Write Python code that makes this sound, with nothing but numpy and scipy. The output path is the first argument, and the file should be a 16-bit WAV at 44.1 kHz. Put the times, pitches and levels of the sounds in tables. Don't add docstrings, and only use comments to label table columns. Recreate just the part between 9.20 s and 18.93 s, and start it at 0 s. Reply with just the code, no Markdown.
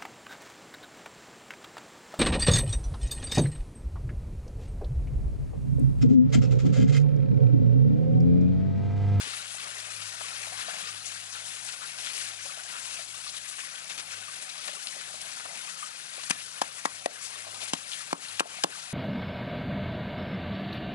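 import sys
import numpy as np
from scipy import signal
from scipy.fft import rfft, irfft, next_fast_len
from scipy.io import wavfile
from scipy.ndimage import uniform_filter1d, minimum_filter1d

SR = 44100
rng = np.random.default_rng(int(sys.argv[2]) if len(sys.argv) > 2 else 0)


def wav_out(sig):
    wavfile.write(sys.argv[1], SR, np.round(np.clip(np.atleast_2d(sig).T, -1, 1) * 32767).astype(np.int16))


N = 429084


def scraping():
    # (frequency [Hz], density [dB])
    paste_colour = [(130, -29), (180, -7), (260, -16.5), (400, -8), (550, -2), (690, 2.5), (850, 0),
                    (1200, -2)]
    gravel_colour = [(600, -16), (900, -11), (1350, -1.5), (1900, 0), (2600, 0), (3600, -1.5), (5000, -5),
                     (9000, -28.5)]
    sand_colour = [(2000, -27), (3500, -3.5), (5000, 1.5), (7000, 1.5), (9000, 1.5), (11000, -1)]
    # (time [s], level against the gravel [dB])
    wetness = [(0, -16.5), (1.0, -14), (1.55, -14), (1.9, -17), (3.5, -14.5), (4.4, -17.5), (4.75, -12),
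               (5.3, -15), (6.2, -12), (6.7, -14.5), (8.0, -13), (8.35, -8), (8.8, -14)]
    wet_db, = in_time(wetness)
    gravel_db, sand_db = stroke_levels()
    slip, drag = drift(rate_hz=59), drift(rate_hz=27)
    paste = rubbed(paste_colour, patchy_db=3.5, patch_hz=19, spread_db=1)
    paste *= from_db(gravel_db + wet_db)
    gravel = rubbed(gravel_colour, patchy_db=1.66, patch_hz=11, spread_db=5)
    gravel *= from_db(gravel_db - 0.9 + slip + 0.57 * drag)
    froth = from_db(gravel_db - 8) * bubbles(per_s=130, spread_db=14, t60=.04)
    sand = rubbed(sand_colour, patchy_db=1.57, patch_hz=21.4, spread_db=3)
    sand *= from_db(sand_db + 0.02 + 0.83 * slip + 0.38 * drag)
    return paste + gravel + froth + sand


def stroke_levels():
    # (time [s], length [s], gravel level [dB], sand level [dB])
    strokes = [(-.03, 0.31, -38.5, -40), (0.417, 0.22, -43, -48), (0.695, 0.13, -57, -40),
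               (0.986, 0.14, -49, -39), (1.086, 0.31, -42, -41.5), (1.364, 0.37, -39, -41),
               (1.84, .27, -46.5, -43), (2.117, 0.13, -41, -45), (2.224, 0.35, -44, -40.5),
               (2.598, 0.15, -44, -39.5), (2.769, 0.38, -40.5, -36.5), (3.217, 0.17, -43.5, -41),
               (3.467, 0.23, -42.5, -43.5), (3.64, 0.21, -41.5, -38), (3.93, 0.35, -53, -44.5),
               (4.271, 0.066, -43, -34.5), (4.35, 0.15, -48, -37.5), (4.533, 0.11, -44, -51),
               (4.89, 0.17, -45.5, -42), (5.128, 0.16, -44, -41.5), (5.408, 0.2, -44, -41.5),
               (5.55, .42, -48, -42.5), (5.986, 0.24, -43.5, -43), (6.227, 0.33, -43.5, -43),
               (6.56, 0.18, -49, -62), (6.913, 0.34, -44.5, -41), (7.334, 0.09, -44, -43),
               (8.004, 0.11, -52, -36), (8.105, 0.11, -40, -50), (8.387, 0.089, -38.5, -38.5),
               (8.674, 0.19, -47.5, -38.5), (9.086, 0.12, -43, -49), (9.28, 0.15, -42.5, -55),
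               (9.506, .15, -43.5, -47)]
    # (time [s], gravel level [dB], sand level [dB])
    bed = [(0, -40.5, -39), (1.6, -39.5, -38), (2.0, -42, -39), (6.6, -42, -40), (7.5, -43, -40.5),
           (9.73, -42, -40)]
    attack_s, release_s = 0.02, 0.05
    t = np.arange(N) / SR
    power = from_db(in_time(bed)) ** 2
    for s, length, gravel_db, sand_db in strokes:
        during = slice(max(int(s * SR), 0), int((s + length) * SR))
        swell = np.clip((t[during] - s) / attack_s, 0, 1)
        ease = np.clip((s + length - t[during]) / release_s, 0, 1)
        power[:, during] += np.outer(from_db([gravel_db, sand_db]), swell * ease) ** 2
    return 10 * np.log10(power)


def bubbles(per_s, spread_db, t60):
    out = np.zeros(N)
    draws = rng.random((3000, 5))
    for when, pitch, size, life, chance in draws:
        if chance * len(draws) < per_s * N / SR:
            bubble = ring(1100 * 4.2 ** pitch, t60 * (.5 + life), rise_s=0.0014, glide=0.064)
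            add(out, when * N / SR, from_db(spread_db * size - 1.5 * pitch) * bubble)
    return rms_one(out)


def rasps(stray_stones):
    # (time [s], level [dB], centre [Hz], length [s], sharpness [Q])
    stones = [(.01, -34, 2920, 0.091, 1.3), (0.057, -46.5, 360, 0.02, 3.5), (0.412, -33, 3500, 0.034, 0.53),
              (.456, -39, 1390, .02, 1.6), (0.582, -35.5, 5000, 0.026, 1.7),
              (1.006, -32.5, 1340, 0.012, 2.9), (1.229, -31, 2700, 0.0083, 3),
              (1.391, -35, 2400, .025, 1.1), (1.672, -37.5, 2920, 0.027, 1.3),
              (1.856, -31, 6660, 0.029, 3.3), (2.15, -37, 1360, .019, 5), (2.258, -35, 8000, .025, .8),
              (2.478, -34, 3500, 0.022, 1.5), (2.609, -38, 1360, 0.043, 6.2),
              (2.783, -35, 3000, 0.032, 1.1), (2.846, -32, 3200, 0.032, 1.8), (2.931, -33, 4500, .09, .8),
              (3.526, -37.5, 1360, 0.055, 5.7), (3.723, -32.5, 7000, 0.035, .8),
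              (4.072, -31.5, 4300, 0.023, 5.8), (4.164, -35.5, 3750, 0.02, 2.2),
              (4.398, -32, 2520, 0.012, 2.6), (4.549, -35, 3370, .013, 5.2),
              (4.694, -30, 2640, 0.026, 0.93), (4.775, -28.5, 3300, 0.032, 0.44),
              (5.291, -33.5, 6000, .008, 1), (5.437, -34, 6500, 0.045, 0.35),
              (5.477, -27.5, 2670, 0.01, 0.64), (5.6704, -22.5, 4200, 0.0032, 2.7),
              (5.68, -32, 4220, 0.01, 3.1), (6.014, -30.5, 8000, 0.0074, 1),
              (6.17, -34.5, 1250, .0044, 2.1), (6.251, -37, 1200, .014, 2.5), (7.032, -33, 4040, .012, 1.1),
              (7.198, -39, 2430, 0.018, 4.6), (8.476, -31.5, 4830, 0.024, 0.82),
              (8.716, -30.5, 3330, 0.027, 3), (9.083, -34, 4200, .014, 5.2)]
    stray_length_s, stray_q = .015, 2.1
    out = np.zeros(N)
    for s, db, hz, length, q in stones + [(*row, stray_length_s, stray_q) for row in stray_stones]:
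        grains = burst(length, edge=0.021, spread_db=6.5)
        hollow = resonate(grains, hz, max(q, .6))
        add(out, s, from_db(db - 3) * rms_one(hollow) * grains.std())
    return out


def squelches():
    # (time [s], level [dB], nominal pitch [Hz], ring t60 [s])
    pockets = [(.346, -36.5, 705, 0.022), (1.009, -36.5, 625, .025), (1.271, -33, 704, .025),
               (1.322, -33, 740, 0.028), (1.483, -27, 675, .03), (1.54, -33.5, 684, .025),
               (2.868, -32, 1420, .03), (3.252, -41, 548, 0.09), (3.374, -37, 660, .02),
               (3.395, -34, 1480, .025), (3.45, -39, 694, .025), (3.792, -37, 653, .03),
               (4.064, -32.5, 1188, .025), (4.933, -30, 1490, 0.027), (5.081, -32.5, 1210, .025),
               (5.483, -28, 1810, .025), (5.49, -36, 625, 0.018), (5.764, -33.5, 610, 0.024),
               (5.94, -38, 640, 0.027), (6.254, -34, 670, .025), (6.626, -26.5, 1210, .04),
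               (6.979, -35, 575, .02), (8.267, -33.5, 670, 0.028), (8.43, -37, 680, 0.022),
               (9.255, -26, 680, 0.036), (9.386, -35, 708, .025)]
    small_t60_s, pitch_rise_per_s = 0.027, 6.4
    small = by_chance(per_s=1.3, db_range=(-49, -45), hz_range=(554, 776))
    out = np.zeros(N)
    for s, db, hz, t60 in pockets + [(*row, small_t60_s) for row in small]:
        cavity = ring(hz * 0.968, t60, rise_s=0.0025, glide=pitch_rise_per_s * t60)
        tearing = band(burst(length=.009, edge=0.17, spread_db=3.5), hz * .85, hz * 1.48)
        add(out, s, from_db(db - 2.5) * cavity)
        add(out, s, from_db(db - 6) * tearing / np.abs(tearing).max())
    return out


def pats():
    # (time [s], pop level [dB], pop pitch [Hz], pop t60 [s], thump level [dB], thump pitch [Hz])
    landings = [(7.106, -7.5, 1760, 0.016, -14, 215), (7.4178, 0.5, 866, 0.0065, -36, 180),
                (7.6545, 3, 1000, 0.0046, -20, 250), (7.8604, 1.5, 652, .013, -31, 250),
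                (8.535, -5.5, 970, 0.0046, -16, 250), (8.9297, 9, 990, 0.0031, -6, 273),
                (9.2061, 12, 1020, 0.0021, -11, 298), (9.444, 4, 800, 0.0038, -8.5, 305)]
    # (pitch [Hz], t60 [s], offset from the thump column [dB])
    slab = (183, 0.03, -15)
    slab_hz, slab_t60, slab_db = slab
    out = np.zeros(N)
    for s, pop_db, pop_hz, pop_t60, thump_db, thump_hz in landings:
        add(out, s, -from_db(pop_db - 7) * ring(pop_hz, pop_t60, rise_s=0.00066))
        add(out, s, from_db(thump_db - 7.5) * ring(thump_hz, t60=0.015, rise_s=0.0011))
        add(out, s, from_db(thump_db + slab_db) * ring(slab_hz, slab_t60, rise_s=0.0016))
    return butter(out, 3, 125, "high")


def sprays():
    # (time [s], level [dB], length [s], treble roll-off [Hz], gap resonance [Hz])
    spurts = [(7.098, -19.5, 0.0031, 17050, 9500), (7.102, -19.5, 0.0062, 15000, 9100),
              (7.1075, -8.5, 0.0049, 6000, 2580), (7.11, -32, .025, 9000, 1800),
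              (7.414, -21, 0.0086, 7000, 1550), (7.6512, -20, 0.00073, 5900, 4920),
              (7.6542, -15.5, 0.0051, 5850, 1900), (7.858, -18.5, 0.0055, 6000, 1840),
              (8.5335, -16, 0.0025, 14900, 6000), (8.537, -25, .004, 7000, 3400),
              (8.9285, -12.5, .0035, 7000, 1750), (9.195, -6.5, 0.0061, 6000, 2600),
              (9.201, -13, 0.0066, 6000, 2680), (9.4364, -9, 0.0047, 5030, 5160),
              (9.44, -17, 0.0056, 5000, 3120)]
    out = np.zeros(N)
    for s, db, length, top_hz, gap_hz in spurts:
        grains = burst(length, edge=0.13, spread_db=3)
        spit = grains + 1.2 * resonate(grains, gap_hz, q=5.5)
        add(out, s, from_db(db + 3.5) * butter(spit, 1, top_hz, "low"))
    return butter(out, 2, 900, "high")


def yard(x, tail_db, t60):
    # (delay [s], level [dB])
    echoes = [(.0037, -13), (.0082, -55)]
    # (frequency [Hz], level [dB])
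    tail_colour = [(100, -3), (300, 4.5), (700, -1), (1300, 3), (3000, -1), (10000, -22)]
    out = x.copy()
    for delay, db in echoes:
        add(out, delay, from_db(db) * x)
    t = np.arange(SR // 4) / SR
    colour = from_db(at_hz(tail_colour, np.fft.rfftfreq(len(t), 1 / SR)))
    scatter = irfft(rfft(rng.standard_normal(len(t))) * colour, len(t))
    decay = from_db(-60 * t / t60) * (1 - np.exp(-t / 0.0022))
    tail = signal.fftconvolve(x, scatter * decay / np.linalg.norm(decay))[:N]
    return out + from_db(tail_db) * tail


def engine():
    # (time [s], level [dB])
    swell = [(0, -61.5), (.6, -65.5), (.8, -57), (1.0, -66), (1.38, -60.5), (1.5, -76), (1.68, -63),
             (2.9, -70), (3.22, -65), (3.35, -76), (3.95, -67), (4.65, -78), (4.98, -62.5), (5.35, -85),
             (5.98, -71), (6.85, -82), (7.1, -70.5), (7.9, -74.5), (8.3, -62.5), (8.8, -75), (9.15, -66),
             (9.73, -78)]
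    firing_hz, third_db = 52.15, -71.5
    second_db, = in_time(swell)
    phase = 2 * np.pi * np.cumsum(firing_hz * (1 + 0.0076 * drift(rate_hz=2.75))) / SR
    second = from_db(second_db + 1.7 * drift(rate_hz=5.4)) * np.sin(2 * phase)
    third = from_db(third_db + 2 * drift(rate_hz=2.8)) * np.sin(3 * phase + 0.53 * drift(rate_hz=6.3))
    return np.sqrt(2) * (second + third)


def still_air():
    # (frequency [Hz], density [dB])
    air_colour = [(20, -15), (45, -13), (80, -8.5), (150, 3.5), (300, 0.5), (600, -24)]
    return from_db(-69.5) * rubbed(air_colour, patchy_db=-1, patch_hz=3, spread_db=2)


def ports(direct, scattered=None, centred=0.):
    # (frequency [Hz], level [dB])
    shadow = [(100, -0.5), (250, -1.5), (450, -2.5), (850, -4), (1600, -7), (3100, -9.5), (6000, -12.5),
              (11000, -11.5)]
    # (frequency [Hz], lead [rad])
    lead = [(30, .2), (110, 0.57), (250, 1.42), (500, 1.67), (1000, 1.96), (11000, 1.74)]
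    # (frequency [Hz], coherence [0-1])
    likeness = [(100, 1), (300, 0.8), (700, 0.83), (1400, 0.76), (3000, 0.98), (10000, 0.44)]
    size = next_fast_len(N + SR // 10)
    hz = np.fft.rfftfreq(size, 1 / SR)
    right = rfft(direct, size) * np.exp(1j * at_hz(lead, hz))
    if scattered is not None:
        alike = np.clip(at_hz(likeness, hz), 0, 1)
        right = alike * right + np.sqrt(1 - alike ** 2) * rfft(scattered, size)
    shadowed = irfft(right * from_db(at_hz(shadow, hz)), size)[:N]
    unshadowed = irfft(right, size)[:N]
    return np.array([direct, (1 - centred) * shadowed + centred * unshadowed])


def limiter(x):
    ceiling_db, recovery_db_per_s, look_ahead_s = -7.5, 105, 0.0015
    peak_db = 20 * np.log10(np.abs(x).max(axis=0) + 1e-9)
    over_db = np.maximum(peak_db - ceiling_db, 0)
    recovery = recovery_db_per_s * np.arange(N) / SR
    gain_db = recovery - np.maximum.accumulate(over_db + recovery)
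    ahead = int(look_ahead_s * SR)
    return x * from_db(uniform_filter1d(minimum_filter1d(gain_db, ahead), ahead))


def rubbed(colour, patchy_db, patch_hz, spread_db):
    lowest, highest = colour[0][0], colour[-1][0]
    edges = 2 ** (np.arange(12, 43) / 3)
    contacts = [grit(N, spread_db), grit(N, spread_db)]
    out = np.zeros(N)
    below = drift(patch_hz)
    for k, (low, high) in enumerate(zip(edges, edges[1:])):
        if high > lowest and low < highest:
            own = drift(patch_hz)
            swell_db = patchy_db * (own + below) / np.sqrt(2)
            gain = from_db(at_hz(colour, np.sqrt(low * high)) + swell_db)
            out += gain * band(contacts[k % 2], low, high)
            below = own
    return rms_one(out)


def grit(size, spread_db):
    return rms_one(rng.standard_normal(size) * from_db(spread_db * rng.standard_normal(size)))


def burst(length, edge, spread_db):
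    progress = np.arange(int(3 * length * SR)) / (length * SR)
    return grit(len(progress), spread_db) * (1 - np.exp(-progress / edge)) / np.sqrt(1 + progress ** 12)


def ring(hz, t60, rise_s, glide=0.):
    t = np.arange(int(2 * t60 * SR)) / SR
    envelope = from_db(-60 * t / t60) * (1 - np.exp(-t / rise_s))
    return envelope / envelope.max() * np.sin(2 * np.pi * hz * t * (1 + glide * t / t60 / 2))


def by_chance(per_s, db_range, hz_range):
    (soft, loud), (low, high) = db_range, hz_range
    draws = rng.random((60, 4))
    return [(when * N / SR, soft + size * (loud - soft), low * (high / low) ** pitch)
            for when, size, pitch, chance in draws if chance * len(draws) < per_s * N / SR]


def drift(rate_hz):
    hop, settle = 40, 2000
    pole = np.exp(-2 * np.pi * hop * rate_hz / SR)
    noise = rng.standard_normal(N // hop + settle + 2)
    slow = signal.lfilter([1], [1, -2 * pole, pole * pole], noise)[settle:]
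    return np.interp(np.arange(N) / hop, np.arange(len(slow)), rms_one(slow))


def resonate(x, hz, q):
    return signal.lfilter(*signal.iirpeak(hz, q, fs=SR), x)


def butter(x, order, hz, kind):
    return signal.sosfilt(signal.butter(order, hz, kind, fs=SR, output="sos"), x)


def band(x, low_hz, high_hz):
    return butter(x, 2, [low_hz, min(high_hz, .45 * SR)], "band")


def from_db(db):
    return 10 ** (np.asarray(db) / 20)


def rms_one(x):
    return x / np.sqrt(np.mean(x ** 2) + 1e-20)


def in_time(rows):
    s, *columns = np.transpose(rows)
    return [np.interp(np.arange(N) / SR, s, column) for column in columns]


def at_hz(points, hz):
    f, value = np.transpose(points)
    return np.interp(np.log(np.maximum(hz, 1)), np.log(f), value)


def add(track, s, sound):
    at = int(s * SR)
    track[at:at + len(sound)] += sound[:max(N - at, 0)]


def scene():
    # (time [s], share that escapes the right port's shadow [0-1])
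    trowel_place = [(7.1, 0), (7.9, 0.01), (8.5, 0.25), (8.9, 0.17), (9.4, 0.5)]
    centred, = in_time(trowel_place)
    stray_stones = by_chance(per_s=1.5, db_range=(-39, -32.5), hz_range=(1280, 5070))
    direct = scraping() + rasps(stray_stones) + yard(squelches(), tail_db=-7.5, t60=.12)
    concrete = ports(direct, scattered=scraping() + rasps(stray_stones))
    spit = ports(yard(sprays(), tail_db=-17, t60=0.13), scattered=sprays(), centred=centred)
    blows = ports(yard(pats(), tail_db=-19, t60=0.19), centred=centred)
    background = ports(still_air() + engine())
    return concrete + spit + blows + background


def record(dry):
    # (frequency [Hz], width [Hz], gain [dB])
    tone_colour = [(718, 59, 1.7), (1360, 41, -0.1), (1490, 37, 2), (1980, 230, -1), (2610, 270, 2.24),
                   (3330, 37, 0.5), (4740, 280, 0), (7740, 590, 0.7), (7600, 240, 0), (10700, 570, 2.5)]
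    cutoff_hz = 11050
    for hz, width_hz, db in tone_colour:
        dry = dry + (from_db(db) - 1) * resonate(dry, hz, q=hz / width_hz)
    top_cut = signal.ellip(12, .1, 75, cutoff_hz, fs=SR, output="sos")
    return signal.sosfilt(top_cut, limiter(dry))


dry = scene()
out = record(dry)
wav_out(out)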